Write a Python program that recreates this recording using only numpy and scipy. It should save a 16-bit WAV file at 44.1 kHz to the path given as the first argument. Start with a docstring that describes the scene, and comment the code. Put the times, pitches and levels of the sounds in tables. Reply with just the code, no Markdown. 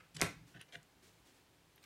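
"""A small mat of wooden pegs clacks on a padded craft table in a quiet room. After the fading ring of an
earlier knock, a hard tip strikes, the flat side lands just after and the table top thuds, with a short room
echo. The pegs then scrape and tick against each other as they are picked up. Sleeves brush softly while the
piece is turned in the hands, and a few light ticks close the scene."""
import sys
import numpy as np
from scipy import signal
from scipy.fft import rfft, irfft
from scipy.io import wavfile

SR = 44100
rng = np.random.default_rng(int(sys.argv[2]) if len(sys.argv) > 2 else 0)


def bounce(signal):
    """Save signal as a 16-bit WAV file at the path given by the first command-line argument."""
    frames = np.transpose(np.atleast_2d(signal))
    limited = np.clip(frames, -1, 1)
    pcm = np.round(limited * 32767).astype(np.int16)
    wavfile.write(sys.argv[1], SR, pcm)


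N = 81585

# ring of the wooden pegs (frequency [Hz], relative level [dB], t60 [s])
PEG_MODES = [(1671, 4, 0.0097), (2110, 5.5, 0.0053), (2840, -0.5, 0.013), (3320, 7.5, 0.0051),
             (4350, -1, 0.007), (5100, -6, .012), (6365, 4, 0.0041), (7510, 0, 0.007), (8835, -10.5, 0.014),
             (9640, -4, 0.02), (12520, 2.5, 0.0024)]
PEG_T60_MAX_S = 0.028


def amp(db):
    """Decibels to gain."""
    return 10 ** (np.asarray(db) / 20)


def unit_rms(x):
    """Scales to rms 1."""
    return x / np.sqrt(np.mean(x ** 2) + 1e-20)


def add(mix, start, sound):
    """Mixes a sound in at start seconds."""
    part = mix[max(round(start * SR), 0):][:len(sound)]
    part += sound[:len(part)]


def noise(spectrum):
    """Noise of rms 1, coloured by (frequency [Hz], relative level [dB]) points."""
    points_hz, db = np.transpose(spectrum)
    hz = np.fft.rfftfreq(N, 1 / SR)
    colour = amp(np.interp(np.log(hz + 1), np.log(points_hz), db))
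    return unit_rms(irfft(rfft(rng.standard_normal(N)) * colour, N))


def dull(x, hz, order=1):
    """Low-pass: a softer contact loses the treble above hz."""
    return signal.lfilter(*signal.butter(order, min(hz, SR / 2 - 1000), fs=SR), x)


def decay(t, t60):
    """A fade that falls 60 dB in t60 seconds."""
    return np.exp(-np.log(1000) * t / t60)


def ring(modes, pitch=1, max_t60=np.inf):
    """A struck body: dying sines, neighbours in opposite sign; max_t60 caps their ring time."""
    t = np.arange(SR // 2) / SR
    return sum((-1) ** k * amp(db) * decay(t, min(t60, max_t60)) * np.sin(2 * np.pi * hz * pitch * t)
               for k, (hz, db, t60) in enumerate(modes) if hz * pitch < SR / 2)


def arch(seconds):
    """A half-sine rise and fall."""
    count = max(int(seconds * SR), 2)
    return np.sin(np.pi * (np.arange(count) + .5) / count)


def room_tone():
    """The still air of the room: a faint, steady bed, strongest in the bass."""
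    # colour of the air (frequency [Hz], relative level [dB])
    air_spectrum = [(15, -56), (25, -29), (43, -6.5), (96, -5.5), (183, -4.5), (209, -13), (274, -8),
                    (322, -8.5), (614, -15.5), (826, -13.5), (1200, -17), (2850, -18.5), (15500, -31.5)]
    return amp(-69) * noise(air_spectrum)


def room_echo(send):
    """The room answers with a diffuse tail in overlapping bands, each with its own level and decay."""
    # reverb bands (centre [Hz], echo level [dB], t60 [s])
    bands = [(68.5, 2.5, 0.16), (159, 6, 0.47), (364, -6, 0.22), (785, 0, 0.27), (1440, -0.5, 0.31),
             (2250, -6, .34), (3400, -1, .28), (5100, -10, 0.32), (8300, -6.5, 0.25), (12200, -3, 0.21),
             (15000, -9.5, 0.34)]
    predelay_s, build_s = 0.0029, 0.0018
    t, hz = np.arange(SR) / SR, np.fft.rfftfreq(SR, 1 / SR)
    reflections = rfft(rng.standard_normal(SR))
    onset = np.clip((t - predelay_s) / build_s, 0, 1)
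    log_centres = np.log([row[0] for row in bands])
    tail = np.zeros(SR)
    for pick, (_, db, t60) in zip(np.eye(len(bands)), bands):
        band = np.interp(np.log(hz + 1), log_centres, pick)
        part = irfft(reflections * band, SR) * onset * decay(t, t60)
        tail += amp(db) * part * np.sqrt(np.mean(band ** 2)) / np.linalg.norm(part)
    return signal.fftconvolve(send, tail)[:N]


def sleeves():
    """Cloth hiss that swells quickly and fades slowly, with faint crackle from pegs in the fingers."""
    # sleeve strokes (start [s], length [s], level [dB])
    strokes = [(0.466, 0.099, -67), (1.021, .14, -66), (1.125, 0.24, -77), (1.251, 0.12, -69.5),
               (1.343, 0.12, -72)]
    # colour of brushing cloth (frequency [Hz], relative level [dB])
    cloth_spectrum = [(100, -33), (300, 12), (800, -2.5), (2000, -1.5), (4500, -2.5), (8000, -5),
                      (12000, -13.5), (16000, -13)]
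    crackles_per_s, crackle_gain = 250, 0.2
    envelope = np.zeros(N)
    for start, length, db in strokes:
        progress = np.linspace(0, 1, int(length * SR))
        add(envelope, start, amp(db) * np.sin(np.pi * progress ** 0.44))
    grains = (rng.random(N) < crackles_per_s / SR) * rng.standard_normal(N)
    crackle = unit_rms(signal.fftconvolve(grains, ring(PEG_MODES, max_t60=PEG_T60_MAX_S))[:N])
    return envelope * (noise(cloth_spectrum) + crackle_gain * crackle)


def table_ring():
    """The table top's ring: strong modes over a crowd of weak ones, played as dying noise."""
    # strong modes of the top (frequency [Hz], level [dB], t60 before the cap [s])
    top_modes = [(56, -37, 0.1), (86.4, -38.5, 0.1), (111, -41, 0.14), (152.9, -32, 0.17),
                 (287.4, -36.5, 0.073), (416, -37, 0.13), (509, -37, 0.089), (691, -34.5, 0.1),
                 (769, -41.5, 0.12), (986, -46.5, 0.13), (1224, -50, 0.22), (1410, -45, 0.21),
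                 (1490, -53, 0.043), (1724, -43, 0.099), (2064, -41.5, 0.19), (2360, -44, 0.17)]
    # colour of the crowded weak modes (frequency [Hz], relative level [dB])
    crowd_spectrum = [(60, -34), (200, 0), (300, 2), (550, 8), (1100, -15.5), (2500, -21), (8000, -42)]
    strong = ring(top_modes, max_t60=0.15)
    t = np.arange(len(strong)) / SR
    crowd = amp(-44) * noise(crowd_spectrum)[:len(t)] * decay(t, t60=0.12)
    return strong + crowd


def peg_scrapes():
    """Dense tiny slips ring the finger-damped pegs and the table under them."""
    # pegs sliding on each other (start [s], length [s], level [dB], low edge [Hz], high edge [Hz],
    # ring pitch [ratio], table level relative to the pegs [dB])
    slides = [(0, 0.014, -60.5, 486, 2800, 0.75, -7), (0.012, 0.064, -71, 100, 2670, 0.79, -8),
              (0.144, 0.017, -57.5, 6900, 14000, 0.8, -15), (0.163, 0.0084, -48, 1990, 7800, 1.05, -14),
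              (0.178, 0.094, -52, 504, 6060, .92, 2.5), (0.539, 0.046, -59.5, 101, 2470, 0.9, -6),
              (0.592, 0.045, -59, 1500, 3470, 0.922, -11), (0.681, 0.016, -66.5, 1980, 3280, 1.85, 6),
              (0.721, 0.035, -55, 900, 4700, 0.993, -1), (0.714, 0.068, -72, 9000, 16000, 0.91, -21),
              (0.75, 0.0084, -46.5, 305, 2700, 0.99, -14), (1.777, 0.0075, -67, 2500, 3220, 0.94, -12),
              (1.82, 0.043, -69, 2520, 16200, 1.23, -16), (1.836, 0.014, -65.5, 510, 2500, 0.76, -21)]
    slips_per_s, slip_spread_db, hiss_gain = 2400, 3, 0.2
    out, top = np.zeros(N), table_ring()
    for start, length, db, low_hz, high_hz, pitch, table_db in slides:
        slipping = rng.random(SR // 4) < slips_per_s / SR
        slip_db = slip_spread_db * np.minimum(rng.exponential(1, SR // 4), 2)
        hiss = rng.standard_normal(SR // 4)
        slips = slipping * amp(slip_db) * np.sign(hiss)
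        friction = dull(unit_rms(slips) + hiss_gain * hiss, high_hz, order=2)
        friction -= dull(friction, low_hz)  # thins out the lows
        swell = arch(length) ** .5
        pegs = ring(PEG_MODES, pitch, PEG_T60_MAX_S)
        body = pegs / np.linalg.norm(pegs) + amp(table_db) * top / np.linalg.norm(top)
        scrape = signal.fftconvolve(friction[:len(swell)] * swell, body)
        add(out, start, amp(db) * scrape * np.sqrt(len(swell)) / np.linalg.norm(scrape))
    return out


def table_thuds():
    """Each push rings the table top; slow pushes reach only its lowest modes."""
    # pushes on the top (time [s], level [dB], contact time [s], low cut [Hz])
    pushes = [(.145, -17, 0.0039, 109), (0.157, -12.5, 0.0054, 110), (.166, -16.5, 0.0028, 70),
              (0.2195, -1, 0.00095, 49.97), (.226, -1.5, 0.00856, 30.4), (0.299, -17, 0.0031, 69.6),
              (.345, -31, 0.011, 48), (0.36, -14, 0.0091, 30.7), (0.407, -18, 0.0054, 89),
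              (0.424, -19.5, 0.0043, 92), (0.546, -14.5, 0.0042, 155), (0.562, -13, 0.0035, 149),
              (.757, -21.5, 0.0029, 83)]
    force = np.zeros(N)
    for start, db, contact_s, low_hz in pushes:
        push = np.pad(arch(contact_s) ** 2, (0, SR // 10))
        low_cut = signal.butter(2, low_hz, "high", fs=SR)
        add(force, start, amp(db) * signal.lfilter(*low_cut, push / push.sum()))
    return signal.fftconvolve(force, table_ring())[:N]


def peg_clacks():
    """Tip strikes and flat landings, each with a brief chatter; returns firm hits and light touches."""
    # hard tips striking (time [s], level [dB], treble cutoff [Hz], ring pitch [ratio])
    tip_strikes = [(0.1669, -21.5, 9050, 0.88), (0.198, -26, 9000, 1.04), (0.2147, 0.5, 11000, 1),
                   (0.2175, -16, 13100, 1.75), (.2248, -40, 12000, 1), (0.228, -21, 15070, 1.5),
                   (0.245, -29, 9000, 2.1), (0.6145, -30.5, 11600, 1.665), (0.83, -39, 9800, 1.28),
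                   (1.76, -41.5, 18100, 2.2), (1.8400, -37.5, 14700, 0.93)]
    # bright ring of a tip (frequency [Hz], level [dB], t60 [s])
    tip_modes = [(1425, -28.5, 0.0069), (3330, -29, 0.011), (4080, -23, 0.0026), (5213, -17.5, 0.0051),
                 (5990, -20.5, .008), (6500, -19.5, 0.0059), (8360, -16, 0.0017), (9530, -23, 0.007),
                 (11700, -25, 0.00226), (14720, -25.5, 0.0025)]
    # flat sides landing (time [s], level [dB])
    landings = [(0.2076, -12), (0.2202, 0), (.2630, -15), (0.606, -43), (0.6117, -29), (1.7790, -41)]
    # lower knock of a flat side (frequency [Hz], level [dB], t60 [s])
    flat_modes = [(370, -24, 0.011), (1190, -16.5, 0.0024), (2080, -15, 0.0052), (2522, -20, 0.0059),
                  (3700, -32.5, 0.0076), (5460, -27.5, 0.0029)]
    chatter_db, chatter_t60_s, firm_above_db = -23.5, 0.014, -22
    hits = [(start, db, dull(ring(tip_modes, pitch), hz, order=2))
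            for start, db, hz, pitch in tip_strikes]
    hits += [(start, db, ring(flat_modes)) for start, db in landings]
    firm, light = np.zeros(N), np.zeros(N)
    t = np.arange(SR // 20) / SR
    for start, db, body in hits:
        force = amp(chatter_db) * rng.standard_normal(len(t)) * decay(t, chatter_t60_s)
        force[0] = 1  # the impact itself, ahead of the chatter
        add(firm if db > firm_above_db else light, start, amp(db) * signal.fftconvolve(force, body))
    return firm, light


def scene():
    """The handling over room tone, in mono; firm hits feed the echo fully, the rest stays drier."""
    firm, light = peg_clacks()
    thuds, scrapes = table_thuds(), peg_scrapes()
    echo = room_echo(firm + amp(-9) * light + amp(-9) * thuds + amp(-11) * scrapes)
    return (firm + light + thuds + scrapes + echo + sleeves() + room_tone())[None]


def record(dry):
    """A steep high cut takes off the very top of the treble."""
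    cutoff_hz = 15900
    high_cut = signal.firwin(511, cutoff_hz, window=("kaiser", 9), fs=SR)
    return signal.oaconvolve(dry, high_cut[None], "same")


dry = scene()
out = record(dry)
bounce(out)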